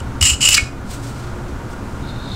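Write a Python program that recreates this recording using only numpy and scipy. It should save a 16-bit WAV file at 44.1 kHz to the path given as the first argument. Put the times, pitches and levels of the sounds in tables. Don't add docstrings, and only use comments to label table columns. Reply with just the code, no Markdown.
import sys
import numpy as np
from scipy import signal
from scipy.fft import rfft, irfft
from scipy.io import wavfile

SR = 44100
rng = np.random.default_rng(int(sys.argv[2]) if len(sys.argv) > 2 else 0)


def master_out(mix):
    frames = np.transpose(np.atleast_2d(mix))
    ceiling = np.clip(frames, -1, 1)
    pcm = np.round(ceiling * 32767).astype(np.int16)
    wavfile.write(sys.argv[1], SR, pcm)


N = 103635

# pitch_hz, level_db
RASP_TONE = [(400, -57), (900, -22), (1300, -2.5), (1600, -13), (1950, -3), (3600, -3.5), (4900, 4.5),
             (6200, 0.5), (7700, 2.5), (9000, -4.5), (11000, -9.5), (15500, -21.5)]
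# pitch_hz, level_db
SIZZLE_TONE = [(3000, -17.5), (8000, 1.5), (11000, -9.5), (15500, -14)]


def knife_stroke():
    # time_s, level_db
    pressure = [(.205, -54), (.213, -13), (.218, -20), (.222, -41), (.226, -20.5), (.25, -14), (.272, -11),
                (.284, -17), (.293, -16), (.342, -24), (.352, -41), (.394, -72), (.409, -17.5), (.442, -16),
                (.455, -9.5), (.466, -15), (.489, -16), (.498, -23.5), (.526, -10), (.536, -15.5),
                (.552, -18), (.559, -29), (.578, -14.5), (.6, -55)]
    # start_s, level_db, fade_s
    settling = [(.002, -36.5, 0.0018)]
    # start_s, level_db, fade_s
    judders = [(.227, -8, 0.0027), (.291, -22, 0.009), (.407, -47, 0.0036), (.449, -17.5, 0.008),
               (.4565, -14, 0.0019), (.472, -21, .003), (.483, -9.5, 0.0044), (.508, -14, .002),
               (.524, -10, 0.0022), (.537, -16, 0.0015)]
    # start_s, level_db, fade_s, sizzle_share (0 to 1)
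    catches = [(0.225, -10, 0.0028, 0), (0.235, -18, 0.00095, 0.4), (0.252, -17, 0.0017, 0),
               (0.295, -25, 0.011, .4), (0.458, -24, 0.0063, 0.1), (0.4876, -9, 0.0047, 0.4),
               (0.497, -20, 0.0038, 0.6), (0.506, -16.5, 0.0034, 0.5), (0.527, -21, 0.01, 1),
               (0.5423, -8.5, 0.0087, 0), (0.5482, -13, .002, 0.4)]
    # pitch_hz, width_hz, level_db
    jaw_notes = [(2640, 57, 1), (2774, 150, -0.5), (2897, 91, 7.5), (3100, 160, -4)]
    # pitch_hz, width_hz, level_db
    blade_notes = [(4140, 72, -17), (4700, 350, -30), (5280, 274, -5), (5190, 314, -6.5), (6040, 440, -28),
                   (6360, 115, -13), (7260, 180, 1.5), (7500, 170, -12.5), (7600, 124, 2),
                   (8100, 440, -2.5)]
    chatter_db = 2 * (np.tanh(2 * wander(rate_hz=393.6)) + 0.5)
    slips = grit() * undb(chatter_db)
    force = level_curve(pressure) + bursts(settling)
    jaw_push = undb(-3.5) * force + bursts(judders) + bursts(settling)
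    jaws = ring(slips * jaw_push, jaw_notes)
    blade = ring(slips * force, blade_notes)
    shrill_above_hz, fade_db_per_s, stroke_start_s = 7700, 29, 0.2
    shrill = signal.sosfiltfilt(signal.butter(6, shrill_above_hz, "high", fs=SR, output="sos"), blade)
    shrill_gain = undb(-fade_db_per_s * (seconds() - stroke_start_s))
    blade = blade - shrill * (1 - shrill_gain)
    coarse, fine = shape_tone(grit(), RASP_TONE), shape_tone(grit(), SIZZLE_TONE)
    cracks = sum(bursts([(start_s, level_db, fade_s)]) * blend(coarse, fine, share)
                 for start_s, level_db, fade_s, share in catches)
    rasp = force * shape_tone(slips, RASP_TONE)
    return jaws + undb(-0.5) * blade + undb(-5) * rasp + undb(2) * cracks


def tip_knocks():
    # start_s, level_db, fade_s
    knocks = [(.5615, -20, 0.004), (.567, -13.5, 0.0041), (.5748, -8.5, 0.0016), (.5785, -4, 0.0015),
              (.592, -18.5, 0.0061)]
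    # pitch_hz, width_hz, level_db
    housing_notes = [(1220, 140, -12.5), (1845, 133, 0), (1920, 90, -5), (2200, 37, 5), (2240, 44, 4.5),
                     (2456, 59, 3.5), (2790, 99, -2.5), (3350, 70, -6), (3950, 120, -6.5), (5260, 340, -14)]
    force = bursts(knocks)
    housing = ring(grit() * force, housing_notes)
    cracks = force * shape_tone(grit(), RASP_TONE)
    return housing + undb(-10.5) * cracks


def table_thumps():
    # peak_s, level_db, pitch_hz, fade_s
    thumps = [(.231, -7, 79, 0.009), (0.332, -13.5, 69.7, 0.016), (0.493, -21.5, 102.5, 0.018),
              (.628, -15.5, 71.4, 0.0077)]
    t = seconds()
    return sum(swell(peak_s, level_db, fade_s) * -np.cos(2 * np.pi * pitch_hz * (t - peak_s))
               for peak_s, level_db, pitch_hz, fade_s in thumps)


def mat_slides():
    # peak_s, level_db, fade_s, sizzle_share (0 to 1)
    slides = [(0.928, -37.5, 0.034, 0.48), (1.049, -45, 0.039, 0.47), (1.19, -46, 0.12, 0.25),
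              (1.507, -55, 0.023, 0.4), (1.715, -48.5, 0.017, 0.5), (1.942, -53.5, 0.07, 0.6)]
    # pitch_hz, level_db
    mat_tone = [(1000, -9), (2500, 6.5), (4000, 8), (8500, 0.5), (10000, -22), (15500, -59)]
    # start_s, level_db, fade_s
    ticks = [(1.092, -46, 0.0044), (1.482, -52, .007), (1.732, -48, .003)]
    coarse, fine = shape_tone(rng.standard_normal(N), mat_tone), shape_tone(grit(), SIZZLE_TONE)
    rubbing = sum(swell(peak_s, level_db, fade_s) * blend(coarse, fine, share)
                  for peak_s, level_db, fade_s, share in slides)
    flicker = undb(1.9 * wander(rate_hz=70.07))
    return rubbing * flicker + bursts(ticks) * blend(coarse, fine, share=.4)


def blade_glide():
    # time_s, level_db
    rubbing = [(2.0, -58), (2.05, -47), (2.08, -42.5), (2.092, -37), (2.115, -48), (2.25, -40), (2.31, -37),
               (2.35, -33)]
    # pitch_hz, width_hz, level_db
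    glide_notes = [(3700, 114, 4.5), (4270, 115, -1.5), (4830, 120, -11), (7800, 2200, -23.5)]
    return ring(grit() * level_curve(rubbing), glide_notes)


def add_room(sound):
    low_decay_s, treble_decay_s, delay_s = .29, .26, .003
    t, noise = seconds(), rng.standard_normal(N)
    low = signal.sosfiltfilt(signal.butter(4, 9000, fs=SR, output="sos"), noise)
    low_tail = low * 1000 ** (-t / low_decay_s)
    treble_tail = .7 * (noise - low) * 1000 ** (-t / treble_decay_s)
    tail = (low_tail + treble_tail) * (t > delay_s)
    return sound + undb(-11) * signal.fftconvolve(sound, tail / np.linalg.norm(tail))[:N]


def fan_and_hiss():
    # pitch_hz, width_hz, level_db
    hum_notes = [(67.2, 8.4, -1.5), (117.6, 13, -5.5), (203.7, 15, -14.5), (237.3, 6.9, -8),
                 (278.2, 5.2, -4), (354.3, 12.2, -10), (926, 11, -15.5), (1417, 20, -16.5)]
    # pitch_hz, level_db
    rush_tone = [(20, -1), (33, -1.5), (44, 1.5), (70, -2), (92, -5), (125, 2.5), (163, -12.5), (200, -4),
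                 (300, -13.5), (400, -15), (520, -15.5), (700, -18), (1150, -18.5), (1480, -19.5),
                 (1800, -27), (2500, -50)]
    # pitch_hz, level_db
    hiss_tone = [(1200, -31), (2000, 10), (4000, 1.5), (7500, -1), (10000, -7), (15500, -15.5)]
    hum = undb(-32.5) * ring(rng.standard_normal(N), hum_notes)
    rush = undb(-27) * shape_tone(rng.standard_normal(N), rush_tone)
    hiss = undb(-46) * shape_tone(rng.standard_normal(N), hiss_tone)
    return hum + rush + hiss


def grit(slips_per_s=8800, spread_db=2.5):
    slips = rng.random(N) < slips_per_s / SR
    directions = rng.choice([-1, 1], N)
    sizes = undb(spread_db * np.clip(rng.standard_normal(N), -2, 2))
    return unit(slips * directions * sizes)


def ring(push, notes):
    t = seconds()[:N // 20]
    response = sum((-1) ** k * undb(level_db) * width_hz
                   * np.exp(-np.pi * width_hz * t) * np.sin(2 * np.pi * pitch_hz * t)
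                   for k, (pitch_hz, width_hz, level_db) in enumerate(notes))
    return signal.fftconvolve(push, response / np.linalg.norm(response))[:N]


def shape_tone(sound, tone):
    pitch_hz, level_db = np.array(tone).T
    hz = np.arange(N // 2 + 1) * SR / N + 1
    gain = undb(np.interp(np.log(hz), np.log(pitch_hz), level_db))
    top_cut = np.minimum(pitch_hz[-1] / hz, 1) ** 10
    return unit(irfft(rfft(sound) * gain * top_cut, N))


def swell(peak_s, level_db, fade_s):
    return undb(level_db) * np.exp(-((seconds() - peak_s) / fade_s) ** 2 / 2)


def bursts(rows):
    t = seconds()
    return sum((t >= start_s) * swell(start_s, level_db, fade_s) for start_s, level_db, fade_s in rows)


def level_curve(points):
    return undb(np.interp(seconds(), *np.array(points).T, left=-120, right=-120))


def wander(rate_hz):
    return unit(np.interp(seconds() * rate_hz, np.arange(4096), rng.standard_normal(4096)))


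def blend(coarse, fine, share):
    return np.sqrt(1 - share) * coarse + np.sqrt(share) * fine


def undb(db):
    return 10 ** (np.asarray(db) / 20)


def unit(x):
    return x / np.sqrt(np.mean(x ** 2))


def seconds():
    return np.arange(N) / SR


def scene():
    sharpening = undb(1) * (knife_stroke() + tip_knocks()) + mat_slides() + blade_glide()
    return (add_room(sharpening) + table_thumps() + fan_and_hiss())[None]


def record(dry):
    threshold_db, squeeze, follow_s = -22, 0.24, 0.25
    ceiling, top_hz = .84, 15750
    step = 1 / (follow_s * SR)
    loudness = np.sqrt(signal.lfilter([step], [1, step - 1], dry ** 2))
    gain = np.maximum(loudness / undb(threshold_db), 1) ** -squeeze
    clipped = np.clip(dry * gain, -ceiling, ceiling)
    return signal.sosfilt(signal.ellip(12, .2, 75, top_hz, fs=SR, output="sos"), clipped)


dry = scene()
out = record(dry)
master_out(out)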